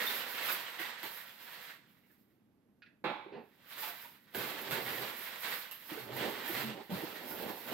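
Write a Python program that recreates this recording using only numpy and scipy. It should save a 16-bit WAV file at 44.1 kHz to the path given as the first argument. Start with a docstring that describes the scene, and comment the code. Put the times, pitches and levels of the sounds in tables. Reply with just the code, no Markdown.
"""Bare room, two microphone ports a few metres away: stiff packing paper is crumpled and pulled from a cardboard box.
Paper: swarms of random clicks through crease spectra, plus pitched bursts for large folds.
Box: low-pitched click swarms, decaying panel modes, a humming flap and swells of low rumble.
Glass: a jar touches its neighbours and is set on a glass table; noise bursts and decaying modes.
Each handled sound reaches the ports through a short wash of room echoes, over faint room tone."""
import sys
import numpy as np
from scipy import signal
from scipy.fft import rfft, irfft, next_fast_len
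from scipy.io import wavfile
from scipy.ndimage import uniform_filter1d

SR = 44100
rng = np.random.default_rng(int(sys.argv[2]) if len(sys.argv) > 2 else 0)


def persist_wave(psi):
    """Save psi, clipped to +-1, as 16-bit WAV."""
    counts = np.round(np.clip(psi, -1, 1) * 32767).astype(np.int16)
    wavfile.write(sys.argv[1], SR, np.atleast_2d(counts).T)


N = 340893

# room tone spectrum, relative: freq_hz, level_db
AIR_SPECTRUM = [(20, -27.5), (50, -23), (76, -11), (145, -5), (223, -2), (330, -9), (545, -19.5),
                (1000, -26.5), (2000, -31), (5000, -41), (9500, -46.5), (12000, -33.5), (16000, -65)]
# spectrum of jar chatter, relative: freq_hz, level_db
CLINK_SPECTRUM = [(650, -63), (1100, -47), (1330, -5), (1750, 1), (2250, -7), (2600, 3), (3050, -12),
                  (3400, -11), (4630, -15), (8000, -56), (10400, -68), (17600, -120)]
# spectrum of the set-down blow, relative: freq_hz, level_db
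THUD_SPECTRUM = [(35, -44), (65, -13), (110, -23), (192, -0.5), (372, -4), (640, -8), (860, -2), (1080, -7),
                 (1280, -8), (1900, -12), (2300, -7), (2800, -14), (3720, -14), (4500, -27), (6020, -46),
                 (12500, -64), (14000, -60)]
# jar modes, relative: freq_hz, level_db, t60_s
JAR_MODES = [(1750, -2, 0.1), (1790, -8, .1), (2480, -1, .07), (2630, -6, 0.17), (3320, -16, 0.06),
             (1450, -9, 0.15)]
# glass table modes, relative: freq_hz, level_db, t60_s
TABLE_MODES = [(365, -6, .25), (504, -9, .19), (845, -9, .55), (890, -9, .4), (1040, -5, .08),
               (2290, -3, .12), (3740, -10, .1)]
# jar against jar: start_s, level_db, chatter_t60_s, rise_s
TOUCHES = [(2.8206, -44.5, 0.07, 0.0001), (2.861, -52, 0.06, 0.0002), (3.316, -48, 0.4, 0.012)]
# jar meets the table and rocks flat: start_s, level_db
SET_DOWNS = [(3.039, -22.5), (3.061, -29), (3.092, -32)]
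# blows on the box: start_s, level_db, pitch_hz, t60_s
KNOCKS = [(.796, -42, 324, 0.044), (1.033, -45, 302, 0.041), (3.26, -42, 387, 0.13),
          (3.32, -41.5, 405, 0.24), (3.34, -45, 493, 0.13), (3.359, -42.5, 225, 0.15),
          (3.39, -47, 439, 0.19), (4.348, -40, 387, 0.093), (4.717, -40.5, 154, 0.1),
          (5.916, -34, 289, 0.052), (5.973, -36.5, 436, 0.24), (6.49, -36, 353, 0.076),
          (6.892, -39, 232, 0.12), (6.913, -31.5, 188, .12), (6.929, -37, 188, .08),
          (7.034, -31, 300, 0.018), (7.459, -34, 233, 0.072)]
# dragging flap, a curve over time: time_s, pitch_hz, level_db
FLAP_CURVE = [(6.625, 220, -37), (6.65, 225.6, -36), (6.72, 213, -38), (6.76, 205, -52)]
# whole box shifting on the floor: middle_s, level_db, length_s
SHOVES = [(4.41, -52, 0.19), (4.744, -53, 0.2), (4.924, -52, 0.45), (6.144, -51, 0.44), (6.61, -51, .42),
          (6.944, -41.5, 0.11)]
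# spectrum of box panels and enclosed air, relative: freq_hz, level_db
CARDBOARD_SPECTRUM = [(50, -13.5), (90, -8.5), (130, -5), (200, 4), (260, 2), (340, 3.5), (500, 1.5),
                      (620, -6), (850, -3.5), (1300, -19.5), (3000, -74.5)]
# spectrum of broad folds, relative: freq_hz, level_db
CREASE_SPECTRUM = [(180, -14.5), (400, -8.5), (501, 1.5), (675, -2), (1960, 5), (3010, 0.5), (3750, 1.5),
                   (5960, -12), (9000, -11.5), (11700, -63), (19800, -120)]
# spectrum of thin creases, relative: freq_hz, level_db
THIN_SPECTRUM = [(2940, -24), (5000, -4), (5960, -12), (9930, -11), (11800, 2.5), (13000, 4.5),
                 (15200, 0.5), (16000, -2)]
# single large folds: start_s, level_db, pitch_hz, treble_share_db, broad_share_db
SNAPS = [(0.068, -20.5, 3740, 0, -8), (0.386, -44, 2500, -22, -15), (0.793, -25, 2050, -7, -6),
         (0.818, -31, 2080, -20, -12), (0.855, -34, 3100, -10, 5), (1.0321, -40.5, 960, 20, 16),
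         (1.6944, -41.5, 1890, -19, -17), (2.0363, -57, 2100, -4, -4), (2.1009, -56, 1700, -4, -6),
         (3.7255, -36, 3750, 7, -9), (3.7812, -52.5, 1850, 28, 22), (3.83, -34.5, 869, -5, -3),
         (3.875, -38, 735, -12, -15), (4.048, -48, 970, -8, 9), (4.348, -34.5, 1600, 13, 11),
         (4.7101, -36, 2030, 16.5, 14), (5.4348, -39, 1890, -32, -7), (5.7125, -39, 2800, 17.5, 8),
         (5.721, -46, 3000, 17, 6), (6.1662, -34.5, 2020, 15, -8), (6.4796, -37, 1810, 20, 4),
         (7.3148, -37, 1520, 8, -8)]
# grasps at the paper: full_effort_s, crumple_db, rise_db_per_s, hold_s, release_db_per_s,
# thin_above_crumple_db, cardboard_push_db
GRASPS = [(0.0, -40.5, 300, 0.16, 33, 0, -48), (0.475, -39, 46.5, 0.037, 53, -0.5, -49),
          (0.791, -45.5, 902, 0.023, 46, -2.5, -54), (1.034, -49.5, 897, 0.0093, 130, 1.5, -50.5),
          (1.123, -53.5, 90, 0.017, 50, 6.5, -72), (1.4, -59.5, 81, 0.045, 33, -13, -69),
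          (1.52, -51, 90, 0.028, 79, 0, -64.5), (1.681, -52.5, 145, 0.012, 195, -1.5, -83),
          (2.04, -84, 16, 0.11, 51, 9.5, -86), (3.348, -91.5, 125.5, .02, 136, -4.5, -46),
          (3.48, -77, 183.5, 0.12, 12, 5, -74), (3.796, -46.5, 119.5, 0.068, 70.5, 1.5, -57),
          (4.024, -68.5, 49, 0.022, 139, 16, -76), (4.346, -42.5, 908, 0.009, 24.5, 1, -39.5),
          (4.72, -45.5, 74, 0.0085, 24, 2, -40.5), (4.953, -44.5, 47, 0.081, 86, 1.5, -45.5),
          (5.203, -48.5, 61, 0.1, 41, 4, -59.5), (5.433, -42, 500, 0.099, 107, 0, -51.5),
          (5.716, -60.5, 1200, 0.013, 293, -13, -83), (5.806, -60.5, 63, 0.03, 67, 2, -88),
          (5.906, -49, 307, 0.011, 56, 0.5, -46), (6.095, -85, 80, 0.027, 60, 29, -43.5),
          (6.203, -41.5, 130.5, 0.038, 73, -2, -35), (6.43, -67, 57, 0.023, 60, -7, -50),
          (6.522, -43, 63, 0.074, 107, 2, -42), (6.702, -58, 42, 0.081, 160, -51, -45),
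          (6.899, -52, 888, 0.052, 35, -0.5, -42), (6.955, -50.5, 189.5, 0.089, 76, 1, -50),
          (7.222, -54.5, 54, 0.017, 57, 3.5, -50.5), (7.313, -59, 82, 0.026, 62, 6, -44),
          (7.428, -50, 42.5, 0.048, 53, 3, -42), (7.71, -46, 107, .05, 60, 1, -39.5)]
# room decay before each source's stretch factor: freq_hz, t60_s
ROOM_DECAY = [(150, 0.2), (1000, 0.79), (4000, 0.77), (14000, 0.76)]
# first reflections off floor and wall, relative to direct sound: delay_s, level_db
BOUNCES = [(.0059, -4), (.0122, -9)]
# left-right likeness of diffuse sound: freq_hz, likeness_ratio
LIKENESS = [(40, .2), (130, .97), (300, .92), (640, .8), (1400, .3), (3100, .1)]
# phase lead of the left port: freq_hz, lead_rad
LEFT_LEAD = [(100, 0.67), (340, 0.77), (860, 0.36), (1800, 0.)]
# port imbalance: freq_hz, left_minus_right_db
PORT_TILT = [(40, -3), (60, -.5), (130, 2.5), (250, -2), (380, -5), (600, -8.5), (1290, -7), (2380, -5.5),
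             (4400, -4), (8000, -5), (12500, -7.5)]

AIR_DB, EDGE_HZ = -70, 15850
SAG_DB_PER_S = 10  # effort slackens while a grasp is held
THIN_HASTE, BOX_HASTE = 1.19, 1.56  # edge slopes in dB/s relative to the broad folds
SNAP_T60_S, SNAP_RISE_S = 0.022, 0.000079


def gain_of(db):
    """Decibels to amplitude gain."""
    return 10 ** (np.asarray(db) / 20)


def evened(x):
    """Scale to rms 1."""
    return x / np.sqrt(np.mean(x ** 2) + 1e-20)


def peaked(x):
    """Scale to peak 1."""
    return x / abs(x).max()


def read(points, hz):
    """Interpolate a table on a log-frequency axis."""
    freq_hz, value = np.transpose(points)
    return np.interp(np.log(hz + 1), np.log(freq_hz + 1), value)


def add(mix, start_s, sound):
    """Mix a sound in at start_s, cut at the end of the mix."""
    part = mix[round(start_s * SR):][:len(sound)]
    part += sound[:len(part)]


def bandpass(order, low_hz, high_hz, x):
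    """Butterworth band-pass filter."""
    sos = signal.butter(order, [low_hz, high_hz], "band", fs=SR, output="sos")
    return signal.sosfilt(sos, x)


def highpass(order, cutoff_hz, x):
    """Butterworth high-pass filter."""
    return signal.sosfilt(signal.butter(order, cutoff_hz, "high", fs=SR, output="sos"), x)


def colour(points, size=4096):
    """Minimum-phase response with the tabled spectrum, energy 1."""
    hz = abs(np.fft.fftfreq(size, 1 / SR))
    log_gain = np.log(gain_of(np.maximum(read(points, hz), -100)))
    taps = np.fft.ifft(np.exp(np.conj(signal.hilbert(log_gain)))).real[:size // 2]
    return taps / np.linalg.norm(taps)


def swell_up(size, rise_s):
    """Exponential onset from 0 towards 1."""
    return 1 - np.exp(-np.arange(size) / (rise_s * SR))


def ring(modes, size=16000):
    """Sum of exponentially decaying sine modes."""
    t = np.arange(size) / SR
    return sum(gain_of(db - 60 * t / t60_s) * np.sin(2 * np.pi * hz * t) for hz, db, t60_s in modes)


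def burst(t60_s, rise_s, size=4000):
    """Short scrape: white noise with exponential rise and decay."""
    t = np.arange(size) / SR
    return rng.standard_normal(size) * gain_of(-60 * t / t60_s) * swell_up(size, rise_s)


def swarm(per_s, spread_db, clump_db, clump_s):
    """Clumped random clicks of uneven size; rate changes leave the power alone."""
    clumps = evened(uniform_filter1d(rng.standard_normal(N), max(int(clump_s * SR), 1)))
    size = gain_of(spread_db * np.minimum(rng.exponential(1, N), 5) + clump_db * clumps)
    sign = rng.choice([-1., 1.], N)
    struck = rng.random(N) < per_s / SR
    return evened(size * sign * struck / np.sqrt(per_s))


def pair(frames, size):
    """Random spectra for two ports, alike in the bass and nearly unrelated in the treble."""
    hz = np.fft.rfftfreq(size, 1 / SR)
    a, b, c, d = rng.standard_normal((frames, len(hz), 4)).T
    same = np.clip(read(LIKENESS, hz), 0, 1)[:, None]
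    right, unrelated = a + 1j * b, c + 1j * d
    left = same * right + np.sqrt(1 - same ** 2) * unrelated
    return hz, np.array([left, right])


def echoes(direct_db, stretch):
    """Path to the ports: direct sound, two reflections, then noise decaying band by band."""
    hz, z = pair(240, size=512)
    t = np.arange(z.shape[2]) * 128 / SR
    t60_s = stretch * read(ROOM_DECAY, hz)[:, None]
    tail = signal.istft(z * gain_of(-60 * t / t60_s), nperseg=512, noverlap=384)[1]
    tail = tail * swell_up(tail.shape[1], 0.0029)  # reflections build up
    tail = tail / np.linalg.norm(tail, axis=1)[:, None]
    left_delay = rng.integers(1, 6)  # samples
    tail[[0, 1], [left_delay, 0]] = gain_of(direct_db)
    for delay_s, level_db in BOUNCES:
        tail[:, round(delay_s * SR) + rng.integers(0, 12)] += gain_of(direct_db + level_db)
    return tail / np.linalg.norm(tail[0])


def heard(x, direct_db, stretch):
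    """Mono sound convolved with a fresh room path to both ports."""
    return signal.oaconvolve(x[None], echoes(direct_db, stretch), axes=1)[:, :N]


def air():
    """Room tone: shaped noise with slow random level lumps across time and frequency."""
    hz, z = pair(N // 256 + 5, size=1024)
    lumps = uniform_filter1d(rng.standard_normal(z.shape[1:]), 6, 0)
    lumps = evened(uniform_filter1d(lumps, 8, 1))
    z = z * gain_of(read(AIR_SPECTRUM, hz)[:, None] + 0.65 * lumps)
    tone = signal.istft(z, nperseg=1024, noverlap=768)[1][:, :N]
    return gain_of(AIR_DB) * evened(tone)


def glass():
    """Touches chatter and ring the jar; set-downs thud, clatter and excite the table modes."""
    touches, blow, table = np.zeros((3, N))
    for start_s, level_db, t60_s, rise_s in TOUCHES:
        chatter = signal.oaconvolve(burst(t60_s, rise_s, size=8000), colour(CLINK_SPECTRUM))
        add(touches, start_s, gain_of(level_db) * peaked(chatter))
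        jar = peaked(ring(JAR_MODES)) * swell_up(16000, rise_s)
        add(touches, start_s, gain_of(level_db - 2.5) * jar)
    for start_s, level_db in SET_DOWNS:
        thud = signal.oaconvolve(burst(0.23, 0.00069, size=12000), colour(THUD_SPECTRUM))
        add(blow, start_s + 0.00132, gain_of(level_db) * peaked(thud))
        clatter = signal.oaconvolve(burst(0.072, 0.0022, size=12000), colour(THIN_SPECTRUM))
        add(blow, start_s + 0.00055, gain_of(level_db - 31.0) * peaked(clatter))
        ringing = signal.oaconvolve(burst(0.008, 0.00055), ring(TABLE_MODES, size=24000))
        add(table, start_s + 0.00117, gain_of(level_db - 8.5) * peaked(ringing))
    return heard(touches, 2.5, 0.47) + heard(blow, 0.8, 0.78) + heard(table, 1.5, 0.85)


def knocks():
    """Dull blows: a soft push excites two decaying panel modes."""
    out = np.zeros(N)
    for start_s, level_db, hz, t60_s in KNOCKS:
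        panel = ring([(hz, 0, max(t60_s, .02)), (1.2 * hz, -9., .04)], size=9000)
        panel = panel * swell_up(9000, 0.0013)  # the panel takes a moment to swing up
        palm = signal.windows.hann(max(round(.6 * SR / hz), 3))  # push lasts about half a swing
        add(out, start_s, gain_of(level_db) * peaked(signal.oaconvolve(palm, panel)))
    return out


def flap():
    """Dragging flap: a gliding sine with uneven grip."""
    out = np.zeros(N)
    time_s, pitch_hz, level_db = np.transpose(FLAP_CURVE)
    t = np.arange(time_s[0], time_s[-1], 1 / SR)
    phase = 2 * np.pi * np.cumsum(np.interp(t, time_s, pitch_hz)) / SR
    hum = np.sin(phase) * gain_of(np.interp(t, time_s, level_db))
    hum *= 1 + 0.13 * evened(uniform_filter1d(rng.standard_normal(len(t)), 300))  # uneven grip
    add(out, time_s[0], hum * signal.windows.tukey(len(t), .3))
    return out


def shoves():
    """Box shifting on the floor: swells of narrow-band low noise."""
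    out = np.zeros(N)
    rumble = evened(bandpass(4, 92., 135., rng.standard_normal(N)))
    for middle_s, level_db, length_s in SHOVES:
        swell = signal.windows.hann(round(length_s * SR))
        stretch = rumble[round(middle_s * SR):][:len(swell)]
        add(out, middle_s - length_s / 2, gain_of(level_db) * swell * stretch)
    return out


def box():
    """Panel blows, flap hum and floor rumble share one room path."""
    return heard(highpass(4, 90., knocks() + flap() + shoves()), 4., .3)


def snaps():
    """A large fold gives way in a quick burst of cracks, pitched by its size."""
    out = np.zeros((2, N))
    for start_s, level_db, hz, treble_db, broad_db in SNAPS:
        cracks = burst(SNAP_T60_S, SNAP_RISE_S, size=5000)
        cracks[0] = gain_of(18.5)  # the first crack is the hardest
        fold = bandpass(1, hz * 0.93, hz, cracks)
        sheet = signal.oaconvolve(cracks, colour(CREASE_SPECTRUM))[:len(cracks)]
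        tip = signal.oaconvolve(cracks, colour(THIN_SPECTRUM))[:len(cracks)]
        snap = peaked(fold) + gain_of(broad_db) * peaked(sheet) + gain_of(treble_db) * peaked(tip)
        snap = gain_of(level_db) * snap
        add(out.T, start_s, signal.oaconvolve(snap[None], echoes(-4.5, 0.39), axes=1).T)
    return out


def controls():
    """Gains of broad folds, thin creases and cardboard: each grasp rises, sags, lets go."""
    t = np.arange(0, N / SR + .01, .002)
    power = 0
    for full_s, crumple_db, rise_db_per_s, hold_s, release_db_per_s, thin_db, push_db in GRASPS:
        rise_db = rise_db_per_s * np.maximum(full_s - t, 0)
        release_db = release_db_per_s * np.maximum(t - full_s - hold_s, 0)
        edges_db = rise_db + release_db
        sag_db = SAG_DB_PER_S * np.clip(t - full_s, 0, hold_s)
        power += gain_of([crumple_db - sag_db - edges_db,
                          crumple_db + thin_db - sag_db - THIN_HASTE * edges_db,
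                          push_db - sag_db - BOX_HASTE * edges_db]) ** 2
    return [np.interp(np.arange(N) / SR, t, np.sqrt(p)) for p in power]


def handling():
    """Click swarms from six spots of the sheet and box, each with its own room paths."""
    crumple, thin, push = controls()
    busy = np.clip((crumple / gain_of(-60.0)) ** 0.36, .12, 1)  # an idle sheet ticks sparsely
    out = np.zeros((2, N))
    for spot in range(6):
        fold_clicks = swarm(260 * busy, 3.2, 3.2, .045)
        folds = crumple * signal.oaconvolve(fold_clicks, colour(CREASE_SPECTRUM))[:N]
        size_hz = 660.0 * 1.499 ** spot  # folds of one size ring near one pitch
        folds = folds + gain_of(3.) * bandpass(1, size_hz * 0.8, size_hz, folds)
        thin_clicks = swarm(1000 * busy, 2.5, 6.4, 0.056)
        crackle = thin * signal.oaconvolve(thin_clicks, colour(THIN_SPECTRUM))[:N]
        box_clicks = swarm(400, 2.8, 2.5, 0.03)
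        boom = push * signal.oaconvolve(box_clicks, colour(CARDBOARD_SPECTRUM))[:N]
        out += heard(folds + crackle, -7.0, 0.29)
        out += heard(boom, -14.5, 0.3)
    return out / np.sqrt(6)  # the spots share the power


def scene():
    """Room tone, glass, box and paper."""
    return air() + glass() + box() + snaps() + handling()


def record(dry):
    """Ports differ in colour and phase and shed deep bass; a low-pass limits the band."""
    size = next_fast_len(N + SR)
    hz = np.fft.rfftfreq(size, 1 / SR)
    half_db = read(PORT_TILT, hz) / 2
    lead_rad = np.outer([1, 0], read(LEFT_LEAD, hz))
    response = gain_of([half_db, -half_db]) * np.exp(1j * lead_rad)
    ports = irfft(rfft(dry, size) * response, size)[:, :N]
    ports = highpass(1, 80., ports)
    lowpass = signal.firwin(801, EDGE_HZ, window=("kaiser", 10), fs=SR)
    return signal.oaconvolve(ports, lowpass[None], "same")


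dry = scene()
out = record(dry)
persist_wave(out)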